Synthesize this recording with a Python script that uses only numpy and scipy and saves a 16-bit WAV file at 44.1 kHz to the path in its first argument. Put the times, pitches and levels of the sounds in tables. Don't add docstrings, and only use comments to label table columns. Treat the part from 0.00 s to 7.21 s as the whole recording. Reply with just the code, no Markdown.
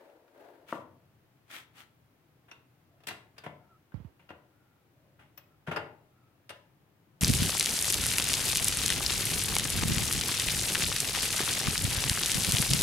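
import sys
import numpy as np
from scipy import signal
from scipy.fft import rfft, irfft, next_fast_len
from scipy.io import wavfile

SR = 44100
rng = np.random.default_rng(int(sys.argv[2]) if len(sys.argv) > 2 else 0)


def dump_mix(stems):
    frames = np.atleast_2d(stems).T
    limited = np.clip(frames, -1, 1)
    pcm = np.round(limited * 32767).astype(np.int16)
    wavfile.write(sys.argv[1], SR, pcm)


N = 317916
TIME = np.arange(N) / SR

# f/Hz, correlation
CORRELATION = [(100, 1), (400, 0.87), (900, 0.67), (1600, 0.0013), (2600, 0.041), (6000, -0.066),
               (15000, 0.62)]


def from_db(db):
    return 10 ** (np.asarray(db) / 20)


def unit_rms(x):
    return x / np.sqrt(np.mean(x ** 2) + 1e-20)


def at_hz(points, hz):
    f_hz, value = np.transpose(points)
    return np.interp(np.log(np.maximum(hz, 1)), np.log(f_hz), value)


def decay(t, t60_s):
    return np.exp(-np.log(1000) * t / t60_s)


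def rise(t, tau_s):
    return 1 - np.exp(-t / tau_s)


def band(x, low_hz, high_hz):
    sos = signal.butter(3, [low_hz, min(high_hz, .48 * SR)], "band", fs=SR, output="sos")
    return signal.sosfilt(sos, x)


def add(track, start_s, sound):
    at = max(round(start_s * SR), 0)
    track[..., at:at + sound.shape[-1]] += sound[..., :N - at]


def noise(spectrum, size, correlation=CORRELATION):
    length = next_fast_len(size)
    hz = np.fft.rfftfreq(length, 1 / SR)
    mid, side = rfft(rng.standard_normal((2, length))) * from_db(at_hz(spectrum, hz))
    alike = np.clip(at_hz(correlation, hz), -.99, .99)
    stereo = np.sqrt(1 + alike) * mid + np.sqrt(1 - alike) * side * [[1], [-1]]
    return unit_rms(irfft(stereo, length)[:, :size])


def pan(x, balance):
    length = next_fast_len(N)
    hz = np.fft.rfftfreq(length, 1 / SR)
    gains = from_db(at_hz(balance, hz) * np.array([[.5], [-.5]]))
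    gains /= np.sqrt(np.mean(gains ** 2, axis=0))
    return irfft(rfft(x, length) * gains, length)[:, :N]


def flutter(rate_hz, depth_db):
    knots_s = np.arange(0, TIME[-1] + 1, 1 / rate_hz)
    return from_db(depth_db * np.interp(TIME, knots_s, rng.standard_normal(len(knots_s))))


def bump(hz, swell_s):
    t = TIME[:len(hz)]
    envelope = np.sqrt(t / swell_s) * np.exp(.5 - .5 * t / swell_s)
    return envelope * np.sin(2 * np.pi * np.cumsum(hz) / SR)


def room_air(hush_db=-68):
    hush_spectrum = [(25, 1.5), (60, -12.5), (150, -21.5), (300, -3.5), (400, -9), (520, -11.5),
                     (750, -11.5), (1150, -15), (1400, -16), (2500, -20), (4100, -26), (8000, -32),
                     (15800, -27)]
    rumble_spectrum = [(25, -18), (45, -5.5), (65, -6), (95, -1.5), (125, 2), (170, -4), (230, -11.5),
                       (330, -14.5), (600, -40), (2000, -80)]
    bass_fade_in = [(0, -81), (.55, -78), (.9, -67.5)]  # t/s, level/dB
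    motor_lines = [(97, -79), (124, -78), (150, -81.5)]  # f/Hz, level/dB
    correlation = [(60, 0.83), (150, 0.87), (380, 0.78), (950, 0.23), (2380, 0.053), (5980, -0.13),
                   (15000, 0.14)]
    balance = [(60, 0.43), (150, 2.5), (380, 3.5), (950, 3.6), (2380, 1.1), (5980, 1.0), (15000, 0.81)]  # f/Hz, left minus right/dB
    hush = from_db(hush_db) * noise(hush_spectrum, N, correlation)
    bass_gain = from_db(np.interp(TIME, *np.transpose(bass_fade_in))) * flutter(rate_hz=2.5, depth_db=1)
    rumble = bass_gain * noise(rumble_spectrum, N, correlation)
    hum = 0
    for hz, db in motor_lines:
        tone = np.sqrt(2) * np.sin(2 * np.pi * (hz * TIME + rng.random()))
        hum += from_db(db) * tone * flutter(rate_hz=4.1, depth_db=2)
    return pan(hush + rumble + unit_rms(bass_gain) * hum, balance)


def turning_shaft(level_db=-1, spin_up_db_per_s=290, coast_db_per_s=63):
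    spins = [(0, 0.034, -55.5), (.37, 0.11, -54.5)]
    bearing_spectrum = [(150, -32), (220, -23), (280, -8), (400, -5.5), (620, -4), (970, -14),
                        (1150, -20.5), (1600, -17), (2500, -27.5), (4200, -33.5), (7000, -41.5),
                        (14000, -39.5)]
    envelope = 0
    for full_s, hold_s, db in spins:
        spin_up_db = spin_up_db_per_s * np.maximum(full_s - TIME, 0)
        coast_db = coast_db_per_s * np.maximum(TIME - full_s - hold_s, 0)
        envelope += from_db(db - spin_up_db - coast_db)
    teeth = unit_rms(flutter(rate_hz=160, depth_db=2.5))
    return from_db(level_db) * envelope * noise(bearing_spectrum, N) * teeth


def struck_metal(db, modes, scatter_db=2.5, linewidth_ratio=.018, max_t60_s=.13):
    t, rings = TIME[:SR // 4], 0
    for hz, mode_db, t60_s in modes:
        rattle = np.cumsum(rng.standard_normal(len(t))) * np.sqrt(2 * np.pi * linewidth_ratio * hz / SR)
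        right_lag = rng.choice([-1, 1]) * np.arccos(np.clip(at_hz(CORRELATION, hz), -1, 1))
        phase = 2 * np.pi * (hz * t + rng.random()) + rattle + np.array([[0], [right_lag]])
        gain = from_db(mode_db + scatter_db * rng.standard_normal())
        rings += gain * decay(t, min(t60_s, max_t60_s)) * np.sin(phase)
    return from_db(db) * rings * rise(t, .00046)


def contact(db, tilt_db_per_oct, t60_s, zones_db, case_db, lever_db, seat_s=.001):
    jangle_spectrum = [(50, -18), (90, 5.5), (160, 1), (260, -3), (600, 5.5), (860, 0), (1250, 1),
                       (1600, 1.5), (2000, -4), (3100, -9), (4000, -15), (5200, -15.5), (7000, -25.5),
                       (10000, -23.5), (15500, -31)]
    zone_edges_hz = [90, 350, 900, 1900, 3400, 6400, 15500]
    case_modes = [(431, -6, .11), (605, -4, 0.14), (743, -2, 0.061), (956, -6, 0.058), (996, -8.5, 0.09),
                  (1226, -3, 0.061), (1415, 8, 0.038), (1519, 0.5, 0.065), (1740, -7, 0.11),
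                  (1925, -8, 0.079), (2050, -27.5, 0.058)]
    lever_modes = [(2498, 1, 0.055), (2507, -8, 0.042), (2663, -6, 0.12), (2780, -1, 0.1), (3240, -16, .04),
                   (3740, -18, .05), (4500, -13, .035)]
    t, edges_hz = TIME[:SR // 4], np.array(zone_edges_hz)
    jangle = noise(jangle_spectrum, len(t)) * rise(t, seat_s)
    centres_hz = np.sqrt(edges_hz[:-1] * edges_hz[1:])
    octaves = np.maximum(np.log2(centres_hz / 800), 0)
    levels_db = db + tilt_db_per_oct * octaves + np.array(zones_db)
    t60s_s = t60_s * np.geomspace(1.34, 1, len(levels_db))
    sound = struck_metal(db + case_db, case_modes) + struck_metal(db + lever_db, lever_modes)
    for low_hz, high_hz, zone_db, zone_t60_s in zip(edges_hz, edges_hz[1:], levels_db, t60s_s):
        sound += from_db(zone_db) * band(jangle * decay(t, zone_t60_s) + 1e-18, low_hz, high_hz)
    return sound


def gearbox_contacts():
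    clicks = [(.095, -67, .3, -9), (.278, -62, -.7, -15), (2.5134, -47.5, 1.2, 0), (3.003, -62, 1, -6),
              (3.035, -58, 2.5, -3), (3.0694, -42.5, 6.1, 1.5), (3.083, -37.5, 4.5, -2),
              (3.108, -37.5, .6, -4.5), (3.3803, -49, 3.6, -5), (3.9196, -58, -3.2, -20),
              (4.2901, -50, -.3, -7), (5.3753, -50.5, 2.4, -4), (6.492, -45, 3.9, -5),
              (6.502, -40.5, .5, -10)]
    slides = [(.689, -51), (2.483, -59), (3.364, -63), (3.4364, -46), (4.194, -61), (5.192, -57.5),
              (5.208, -61), (5.666, -50)]
    clunks = [(3.462, -33, -3.1, -16, .054), (4.303, -41, -2.4, -10, .06), (5.6725, -37, -1, -18, 0.064),
              (5.681, -36.5, -1.8, -15, .12), (5.713, -33.5, -.8, -5, .15), (5.761, -33, .4, -3.5, .085),
              (5.768, -27, -4, -8, .07)]
    click_zones_db = [0, -1, .5, 3.8, 5.5, 1.3]
    slide_zones_db = [1.5, -1.5, 0, 5.5, -.5, .5]
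    clunk_zones_db = [2.5, 1.2, 2, 5, .3, 0]
    out = np.zeros((2, N))
    for start_s, db, tilt, ring_db in clicks:
        click = contact(db, tilt, t60_s=.064, zones_db=click_zones_db, case_db=-11, lever_db=ring_db)
        add(out, start_s, click)
    for start_s, db in slides:
        slide = contact(db, tilt_db_per_oct=.74, t60_s=.19, zones_db=slide_zones_db,
                        case_db=-8, lever_db=-12.5, seat_s=.002)
        add(out, start_s, slide)
    for start_s, db, tilt, ring_db, t60_s in clunks:
        clunk = contact(db, tilt, t60_s, clunk_zones_db, case_db=ring_db, lever_db=ring_db - 3.5)
        add(out, start_s, clunk)
    return out


def scuffs(level_db=1.5):
    strokes = [(0.699, -55, 0.015, 0.063), (1.507, -60, .004, .015), (1.554, -46.5, .03, 0.038),
               (1.797, -53.5, .027, 0.027)]
    rub_spectrum = [(120, -29), (200, -13), (288, -7.5), (399, -14.5), (715, -8.5), (957, -9), (1330, 0),
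                    (1540, -2), (2380, -2), (3480, -5), (4580, -13), (11800, -18), (15500, -21.5)]
    pressure = 0
    for peak_s, db, rise_s, fall_s in strokes:
        width_s = np.where(TIME < peak_s, rise_s, fall_s)
        pressure += from_db(db) * np.exp(-.5 * ((TIME - peak_s) / width_s) ** 2)
    return from_db(level_db) * pressure * noise(rub_spectrum, N) * flutter(rate_hz=900, depth_db=2.5)


def shaft_clunk(start_s=.7257, level_db=-25.5, contact_s=.00072, echo_db=-14):
    shaft_modes = [(147, -29, .06), (251, -10, 0.055), (334.5, -3, 0.053), (500, -7, 0.028),
                   (605, 8, 0.016), (1020, 0.5, 0.032), (1142, 6.5, 0.019), (1310, 3, 0.016),
                   (1750, -9.5, 0.028), (2780, -11, 0.016)]
    out, t = np.zeros((2, N)), TIME[:SR // 2]
    rings = sum(from_db(db) * decay(t, t60_s) * np.sin(2 * np.pi * hz * t)
                for hz, db, t60_s in shaft_modes)
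    clunk = from_db(level_db) * band(rings * rise(t, contact_s), low_hz=145, high_hz=2600)
    add(out, start_s, clunk)
    for delay_s in (.0075, .0163):
        add(out, start_s + delay_s, from_db(echo_db) * clunk)
    return out


def spring_clinks(spread_ratio=1.045, t60_s=.058, seat_s=.00098):
    clinks = [(2.512, -54.5, 5680), (3.0706, -39.5, 7700), (3.382, -48.5, 4800), (5.3748, -54, 5700),
              (5.3752, -44, 14250), (5.717, -40, 2250), (5.761, -39, 4980), (5.768, -50, 4500),
              (6.501, -50, 8800)]
    out, t = np.zeros((2, N)), TIME[:SR // 4]
    for start_s, db, hz in clinks:
        narrow_noise = band(rng.standard_normal((2, SR)), hz / spread_ratio, hz * spread_ratio)
        cluster = unit_rms(narrow_noise[:, -len(t):])
        add(out, start_s, from_db(db) * cluster * decay(t, t60_s) * rise(t, seat_s))
    return out


def friction_whines(sag_ratio=.035):
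    whines = [(2.88, .2, 655, -72), (3.53, .2, 1370, -74), (3.69, .09, 1325, -65), (4.45, .4, 1420, -77),
              (4.92, .33, 600, -73), (5.45, .15, 1340, -77), (6.08, .27, 1350, -74)]
    out = np.zeros(N)
    grain = unit_rms(band(rng.standard_normal((2, N)), low_hz=3, high_hz=70))
    for start_s, length_s, hz, db in whines:
        progress = np.clip((TIME - start_s) / length_s, 0, 1)
        phase = 2 * np.pi * np.cumsum(hz * (1 - sag_ratio * progress)) / SR
        tone = grain[0] * np.sin(phase) + grain[1] * np.cos(phase)
        out += from_db(db) * np.sin(np.pi * progress) * tone
    return out


def close_thumps(start_hz=232, end_hz=64, sink_s=.008,
                 rub_db=-24, rub_s=.057, tick_db=-6, tick_s=.00093):
    thumps = [(3.9418, -37, -22), (3.973, -47, -18), (4.001, -42.5, -13), (4.047, -40.5, -15.5)]  # t/s, level/dB, left minus right/dB
    rub_spectrum = [(300, 8.5), (1000, -1), (3000, -13), (12000, -40)]  # f/Hz, level/dB
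    out, t = np.zeros((2, N)), TIME[:SR // 6]
    swing = bump(end_hz + (start_hz - end_hz) * np.exp(-t / sink_s), swell_s=.0055)
    friction = from_db(rub_db) * np.exp(-t / rub_s) + from_db(tick_db) * np.exp(-t / tick_s)
    for start_s, db, pan_db in thumps:
        rub = friction * rise(t, tick_s) * noise(rub_spectrum, len(t))
        add(out, start_s, from_db(db) * (swing + rub) * from_db([[pan_db / 2], [-pan_db / 2]]))
    return out


def case_thud(start_s=5.6805, level_db=-31, pitch_hz=160):
    out = np.zeros((2, N))
    add(out, start_s, from_db(level_db) * bump(np.full(SR // 6, pitch_hz), swell_s=.005))
    return out


def workshop_reverb(x, wet_db, build_s=.0082, dull_hz=7000):
    decay_times = [(120, 0.64), (500, 0.56), (1400, 0.4), (4000, 0.34), (14000, 0.31)]  # f/Hz, t60/s
    t, edges_hz = TIME[:SR], np.geomspace(60, 16000, 9)
    white = noise([(60, 0), (16000, 0)], SR)
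    tail = 0
    for low_hz, high_hz in zip(edges_hz, edges_hz[1:]):
        hz = np.sqrt(low_hz * high_hz)
        envelope = decay(t, at_hz(decay_times, hz)) / np.hypot(1, hz / dull_hz)
        tail += band(white, low_hz, high_hz) * envelope
    tail *= rise(t, build_s) / np.sqrt(SR / 50)
    return from_db(wet_db) * signal.fftconvolve(x[:1], tail, axes=1)[:, :N]


def scene():
    # f/Hz, left minus right/dB
    gearbox_balance = [(100, 3.5), (300, 3.5), (600, 5.5), (1500, 5.5), (2100, 2.5), (2700, -2), (3800, 0),
                       (5200, 6), (7500, 19.5), (11000, 7), (15000, 10)]
    scuff_balance = [(400, 4.5), (1500, 6), (3000, -1), (8000, 16), (14000, 8)]
    gearbox = gearbox_contacts() + shaft_clunk() + turning_shaft()
    springs, rubbing = spring_clinks(), scuffs()
    reverb = workshop_reverb(gearbox + from_db(-5.5) * springs, wet_db=-4)
    gearbox_heard = pan(gearbox + case_thud() + springs + reverb, gearbox_balance)
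    scuffs_heard = pan(rubbing + workshop_reverb(rubbing, wet_db=-7.5), scuff_balance)
    return gearbox_heard + scuffs_heard + close_thumps() + friction_whines() + room_air()


def record(dry):
    low_cut_hz, high_cut_hz = 75, 15900
    thinned = signal.sosfilt(signal.butter(2, low_cut_hz, "high", fs=SR, output="sos"), dry)
    return signal.sosfilt(signal.ellip(12, .2, 70, high_cut_hz, fs=SR, output="sos"), thinned)


dry = scene()
out = record(dry)
dump_mix(out)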